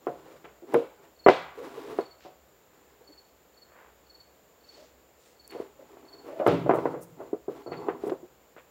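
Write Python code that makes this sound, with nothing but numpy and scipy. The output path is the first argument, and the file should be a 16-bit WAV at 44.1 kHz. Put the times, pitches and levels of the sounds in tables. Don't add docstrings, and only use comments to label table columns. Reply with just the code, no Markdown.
import sys
import numpy as np
from scipy import signal
from scipy.fft import next_fast_len
from scipy.io import wavfile

SR = 44100
rng = np.random.default_rng(int(sys.argv[2]) if len(sys.argv) > 2 else 0)


def master_out(mix):
    frames = np.transpose(np.atleast_2d(mix))
    ceiling = np.clip(frames, -1, 1)
    pcm = np.round(ceiling * 32767).astype(np.int16)
    wavfile.write(sys.argv[1], SR, pcm)


N = 383669
EDGE_HZ = 15900


def gain_of(db):
    return 10 ** (np.asarray(db) / 20)


def evened(x):
    return x / np.sqrt(np.mean(x ** 2) + 1e-20)


def read(points, hz):
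    f, value = np.transpose(points)
    return np.interp(np.log(hz + 1), np.log(f + 1), value)


def add(mix, s, sound):
    part = mix[max(round(s * SR), 0):][:len(sound)]
    part += sound[:len(part)]


def coloured(x, points):
    size = next_fast_len(len(x) + 4096)
    hz = abs(np.fft.fftfreq(size, 1 / SR))
    log_gain = np.log(gain_of(read(points, hz)))
    response = np.exp(signal.hilbert(log_gain).conj())
    return np.fft.ifft(np.fft.fft(x, size) * response).real[:len(x)]


def band(x, lo_hz, hi_hz):
    sos = signal.butter(3, [lo_hz, min(hi_hz, EDGE_HZ)], "band", fs=SR, output="sos")
    return signal.sosfilt(sos, x)


def resonate(x, hz, width_hz):
    turn = np.exp(2j * np.pi * np.cumsum(hz * np.ones(len(x))) / SR)
    r = np.exp(-np.pi * width_hz / SR)
    return 2 * (turn * signal.lfilter([1 - r], [1, -r], x / turn)).real


def grains(size, per_s, spread_db):
    strength = gain_of(spread_db * np.minimum(rng.exponential(1, size), 4))
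    sign = rng.choice([-1, 1], size)
    return strength * sign * (rng.random(size) < per_s / SR)


def background(air_db=-60.5, insects_db=-73, insects_hz=7130, width_hz=750):
    # frequency in Hz, relative level in dB.
    air_colour = [(25, -21.5), (45, -9.5), (64, 7.5), (90, -7), (140, -4), (250, -4), (480, 2.5), (900, -5),
                  (2000, -12), (5000, -19), (10000, -29), (13000, -17), (15500, -15)]
    air = evened(coloured(rng.standard_normal(N), air_colour))
    sizzle = resonate(rng.standard_normal(N), insects_hz, width_hz)
    insects = evened(resonate(sizzle, insects_hz, width_hz))
    return gain_of(air_db) * air + gain_of(insects_db) * insects


def forest(x, reach, build_s=0.011):
    # frequency in Hz, relative level in dB.
    scatter_colour = [(100, -11), (400, -10), (800, -5.5), (1400, -5), (2500, -1.5), (4000, 3), (8000, 2),
                      (15000, -6)]
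    # frequency in Hz, time to fall 60 dB in seconds at reach 1.
    scatter_t60 = [(100, 0.27), (400, 0.38), (1200, 0.81), (3000, 0.55), (6000, .48), (14000, 0.59)]
    hz, t, z = signal.stft(rng.standard_normal(SR), SR, nperseg=256)
    t60 = reach * read(scatter_t60, hz)[:, None]
    z *= gain_of(read(scatter_colour, hz)[:, None] - 60 * t / t60)
    tail = signal.istft(z, SR, nperseg=256)[1]
    tail *= 1 - np.exp(-(np.arange(len(tail)) / SR / build_s) ** 2)
    return signal.fftconvolve(x, tail / np.linalg.norm(tail))[:N]


def cricket(start_hz=4490, sag_hz=300, uneven_db=1.8, scrape=.15):
    # middle of the first stroke in seconds, number of wing strokes.
    chirps = [(1.166, 4), (1.98, 4), (3.048, 4), (3.545, 3), (4.071, 4), (4.612, 4), (5.369, 4), (6.055, 4),
              (7.64, 4)]
    # delay in seconds, length in seconds, average level in dB.
    strokes = [(0, .017, -64.5), (0.035, 0.031, -52.5), (0.083, .032, -51), (.138, .032, -51.5)]
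    out = np.zeros(N)
    for s, count in chirps:
        for delay, length, db in strokes[:int(count)]:
            u = np.linspace(0, 1, int(length * SR))
            hz = start_hz * rng.normal(1, .004) - sag_hz * u ** 2
            rasp = evened(resonate(rng.standard_normal(len(u)), hz, 250))
            tone = np.sin(2 * np.pi * np.cumsum(hz) / SR) + scrape * rasp
            swell = gain_of(db + rng.normal(0, uneven_db)) * np.sin(np.pi * u) ** 2
            add(out, s + delay - length / 2, swell * tone)
    return out


def scuff(length, db, hz, per_s=5000, spread_db=4, width=1.48):
    size = int(length * SR)
    crackle = band(grains(size, per_s, spread_db), hz / width, hz * width)
    return gain_of(db) * evened(crackle) * np.hanning(size)


def step(length, db, hz):
    return scuff(length, db, hz, per_s=1200, spread_db=1.5, width=2.23)


def splinter(length, db):
    return scuff(length, db, hz=10200, width=1.7)


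def graze(length, db):
    return scuff(length, db, hz=1390, per_s=4000, spread_db=5.0, width=1.86)


def ringing(t, place, ring, boom_db, boom_hz=220):
    # frequency in Hz, relative level in dB,
    # time to fall 60 dB in seconds at ring 1.
    modes = [(98, -23, 0.2), (135.6, -12.5, 0.21), (161, -11.5, 0.16), (173.7, -16.5, .35),
             (249.1, -11.5, .25), (284.5, -10, .25), (323, -4, 0.23), (344.8, -2.5, 0.16), (345, -7.5, .2),
             (397, 4.5, .19), (428, 0.5, 0.21), (470.4, 4, 0.27), (523.6, -3, 0.4), (575.5, 3, 0.26),
             (630.8, -4, 0.36), (684, 3, 0.17), (713, -2, 0.15), (714, -6, 0.11), (780, 0, 0.09),
             (862, 0.5, 0.096), (929.5, -6, 0.19), (992, -0.5, 0.1), (1023, -1, 0.12), (1135.5, -2.5, 0.13),
             (1270, -5.5, 0.07), (1323, 0, 0.061), (1428, -6, 0.071), (1493, -11, 0.18), (2040, -6.5, 0.25),
             (2620, -14, .1)]
    hz, db, t60 = np.transpose(modes)[:, :, None]
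    shape = np.cos(np.pi * place * np.arange(len(modes)))[:, None]
    level_db = db + boom_db * (hz < boom_hz) - 60 * t / (t60 * ring)
    return (shape * gain_of(level_db) * np.sin(2 * np.pi * hz * t)).sum(0)


def pushing(rise_s=.04, stop_s=0.039, waver_db=1.8, waver_s=.055):
    # start in seconds, length in seconds,
    # rub of wood on wood in dB, hiss of the sawn fibres in dB, both at full speed and mean pressure.
    pushes = [(0.0, 0.19, -56.5, -63.5), (0.213, 0.16, -57, -61), (0.66, 0.16, -42.5, -56),
              (0.983, 0.053, -53, -61), (1.534, 0.48, -45.5, -52.5), (2.702, 0.45, -68.5, -71.5),
              (4.716, 0.11, -58.5, -74.5), (5.491, 0.14, -46, -57), (5.769, 0.58, -57, -67.5),
              (6.227, 0.61, -49.5, -62.5), (6.446, .1, -30.5, -55), (6.665, 0.25, -37.5, -59.5),
              (7.153, 0.13, -49, -67.5), (7.478, 0.14, -49, -61), (7.675, 0.28, -39, -64),
              (7.98, 0.12, -55, -60)]
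    t, rub, hiss = np.arange(N) / SR, np.zeros(N), np.zeros(N)
    for s, length, rub_db, hiss_db in pushes:
        rise = np.clip((t - s) / rise_s, 0, 1)
        speed = rise * np.exp(-np.maximum(t - s - length, 0) / stop_s)
        rub += gain_of(rub_db) * speed
        hiss += gain_of(hiss_db) * speed
    waver = signal.oaconvolve(rng.standard_normal(N), np.hanning(int(waver_s * SR)), "same")
    pressure = gain_of(waver_db * evened(waver))
    return rub * pressure, hiss * pressure


def sliding(catches_per_s=900, spread_db=3, soft_hz=560, fibres_per_s=7000, fibre_spread_db=3):
    # frequency in Hz, relative level in dB.
    fibre_colour = [(200, -21), (600, -3.5), (1100, 2), (2200, -5), (4000, -11.5), (7000, -19),
                    (10000, -22.5), (15000, -23)]
    rub_gain, hiss_gain = pushing()
    body = ringing(np.arange(SR // 3) / SR, place=0.96, ring=.6, boom_db=-8.0)
    rub = signal.oaconvolve(grains(N, catches_per_s, spread_db), body)[:N]
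    rub = signal.lfilter(*signal.butter(2, soft_hz, fs=SR), rub)
    hiss = coloured(grains(N, fibres_per_s, fibre_spread_db), fibre_colour)
    return rub_gain * evened(rub) + hiss_gain * evened(hiss)


def groan(length, db, first_hz, width_hz=110, rise_hz_per_s=350):
    size = int(length * SR)
    hz = first_hz + rise_hz_per_s * np.arange(size) / SR
    tone = resonate(resonate(rng.standard_normal(size), hz, width_hz), hz, width_hz)
    return gain_of(db) * evened(tone * signal.windows.tukey(size, .5))


def shudder(db, t60, top_hz=290, boom_db=13):
    t = np.arange(SR) / SR
    body = ringing(t[:SR // 3], place=0.02, ring=1.0, boom_db=boom_db)
    chatter = signal.oaconvolve(grains(2 * SR, per_s=600, spread_db=0.5), body)[SR:2 * SR]
    chatter = signal.lfilter(*signal.butter(3, top_hz, fs=SR), chatter)
    fade = np.exp(-np.log(1000) * t / t60) * (1 - np.exp(-t / 0.01))
    return gain_of(db) * evened(chatter) * fade


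def slap(db):
    # frequency in Hz, relative level in dB.
    crack_colour = [(200, -21), (600, -1), (1100, 1.5), (2200, 3.5), (3000, 0), (4300, -9.5), (6000, -18),
                    (9000, -30), (15000, -32)]
    crack = coloured(signal.unit_impulse(SR // 10), crack_colour)
    return gain_of(db) * crack / np.std(crack[:SR // 50])


def blow(db, hard_hz, ring, boom_db, place, span_hz, rise_cycles, clack_db=-4, clack_s=0.02,
         tick_db=-9, span_db=-2, span_t60=0.2, splinter_db=-38, slow_hz=650):
    # frequency in Hz, relative level in dB.
    contact_colour = [(50, -35), (150, -22), (260, -6), (400, 1), (900, -1), (1400, -1.5), (1700, -6),
                      (2700, -10.5), (3800, -19), (7000, -22), (15000, -25.5)]
    t = np.arange(SR // 2) / SR

    def unit(x):
        return x / np.sqrt(np.mean(x[:SR // 50] ** 2))

    burst = rng.standard_normal(len(t)) * np.exp(-t / (clack_s * 2 * ring))
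    clack = unit(coloured(burst, contact_colour))
    tick = unit(coloured(signal.unit_impulse(len(t)), contact_colour))
    span = np.sin(2 * np.pi * span_hz * t) * np.exp(-np.log(1000) * t / (span_t60 * ring))
    span = unit(span) * min(1, slow_hz / hard_hz)
    wood = unit(ringing(t, place, ring, boom_db)) + gain_of(clack_db) * clack
    wood += gain_of(tick_db) * tick + gain_of(span_db) * span
    wood = wood * (1 - np.exp(-t * hard_hz / rise_cycles))
    soft = signal.lfilter(*signal.butter(2, min(hard_hz, EDGE_HZ), fs=SR), wood)
    return gain_of(db) * unit(soft + gain_of(splinter_db) * wood)


def struck(db, hard_hz, ring, span_hz):
    boom_db = 2 + 6.5 * np.log2(ring)
    rise_cycles = .6 * 2 ** ((-12 - db) / 14)
    place = .2 * np.sqrt(370 / span_hz)
    return blow(db, hard_hz, ring, boom_db, place, span_hz, rise_cycles)


def scene(wood_wet_db=-14, cricket_wet_db=-12, slap_wet_db=-8, slap_direct_db=-14, radiate_hz=120):
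    # start in seconds, length in seconds, level in dB, centre in Hz.
    steps = [(2.17, 0.15, -60.5, 2500), (3.62, 0.37, -56, 826), (4.58, 0.4, -62.5, 2840),
             (5.14, 0.25, -65, 3800)]
    # start in seconds, length in seconds, level in dB.
    splinters = [(0.738, 0.0065, -40.5), (5.476, 0.0047, -46.5), (5.505, 0.013, -55.5), (6.465, 0.018, -44),
                 (6.72, 0.071, -57.5), (7.0, 0.06, -52.5), (8.045, 0.059, -59.5)]
    # start in seconds, length in seconds, level in dB.
    grazes = [(0.441, 0.022, -47), (5.503, 0.046, -49.5), (6.25, 0.14, -61), (6.385, 0.035, -47.5),
              (7.718, .04, -47.5), (8.56, 0.064, -54.5)]
    # start in seconds, length in seconds, level in dB, starting Hz.
    groans = [(0.23, 0.17, -55.5, 456), (1.565, 0.099, -42, 449), (1.755, .044, -41, 435),
              (1.82, 0.17, -44.5, 400), (4.755, 0.11, -57, 572), (5.785, 0.058, -52.5, 550),
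              (6.28, 0.12, -45, 576), (6.39, 0.072, -32.5, 590)]
    # start in seconds, level in dB before the fade, time to fall 60 dB in seconds.
    shudders = [(0.07, -51.5, 1.1), (1.29, -45, .7), (6.466, -24.5, 1.28), (7.66, -42, 1.4)]
    # start in seconds, level in dB before the direct and scattered gains.
    slap_times = [(0.443, -56), (0.744, -40), (1.286, -22.5), (1.989, -49), (2.208, -51), (5.507, -47.5),
                  (6.466, -26.5), (7.734, -50)]
    # start in seconds, level in dB, contact hardness in Hz,
    # ring as a factor on decay times, resonance of the free span in Hz.
    blows = [(0.068, -27.5, 1060, 0.33, 389), (0.083, -33.5, 600, 0.82, 710),
             (0.443, -47, 3470, 1.35, 1043), (0.621, -46, 382, 0.56, 353), (0.735, -29, 590, 0.51, 410),
             (0.7425, -21.5, 2050, .22, 776), (0.750, -17, 440, 0.82, 468), (1.2625, -12, 1620, 0.57, 794),
             (1.266, -16, 665, 0.85, 409), (1.285, -11, 2940, 0.25, 710), (1.295, -14, 1100, 0.45, 408),
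             (1.986, -23.5, 850, 0.38, 409), (2.249, -45, 900, 1.12, 741), (3.008, -55.5, 500, 0.38, 452.4),
             (3.088, -56, 400, .4, 300), (5.548, -37, 700, .9, 483), (5.599, -33.5, 500, 0.25, 436),
             (5.969, -51.5, 1300, 0.13, 920), (6.286, -43, 920, 0.43, 598), (6.398, -29, 905, 0.8, 568),
             (6.408, -32, 900, .5, 620), (6.4635, -17.5, 1400, 0.29, 460), (6.478, -18, 1100, 0.76, 592),
             (6.481, -34, 1700, 0.49, 1060), (6.522, -26, 543, 0.94, 277.6), (6.661, -28, 805, 0.72, 593),
             (6.693, -16.5, 1040, 0.55, 677), (6.709, -20, 1190, 0.31, 385), (6.736, -23, 1270, 0.64, 640),
             (6.785, -27, 1190, 0.24, 488), (6.8545, -23.5, 1050, 0.43, 495), (6.939, -34, 890, 0.95, 496),
             (7.202, -39.5, 900, 0.75, 650), (7.329, -26, 386, 0.41, 415), (7.480, -29, 426, 0.66, 412),
             (7.661, -37.5, 770, 1.1, 357), (7.718, -35, 1800, 0.8, 480), (7.884, -26, 1500, 0.51, 408),
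             (8.035, -29, 438, 0.5, 414), (8.066, -28.5, 420, 0.96, 415), (8.096, -39, 5000, 0.15, 1630),
             (8.118, -26, 620, 0.34, 391), (8.228, -43.5, 390, .35, 362.6), (8.564, -48.5, 3000, 0.59, 633)]

    work, slaps, chirps = sliding(), np.zeros(N), cricket()
    events = [(blows, struck), (groans, groan), (steps, step), (grazes, graze),
              (splinters, splinter), (shudders, shudder)]
    for table, source in events:
        for s, *row in table:
            add(work, s, source(*row))
    for s, db in slap_times:
        add(slaps, s, slap(db))
    work = signal.lfilter(*signal.butter(4, radiate_hz, "high", fs=SR), work)
    echo = forest(gain_of(wood_wet_db) * work + gain_of(slap_wet_db) * slaps, reach=0.95)
    echo += gain_of(cricket_wet_db) * forest(chirps, reach=0.97)
    return (work + gain_of(slap_direct_db) * slaps + chirps + echo + background())[None]


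def record(dry):
    rounded = dry / (1 + dry ** 6) ** (1 / 6)
    low_pass = signal.firwin(511, EDGE_HZ, window=("kaiser", 9), fs=SR)
    return signal.oaconvolve(rounded, low_pass[None], "same")


dry = scene()
out = record(dry)
master_out(out)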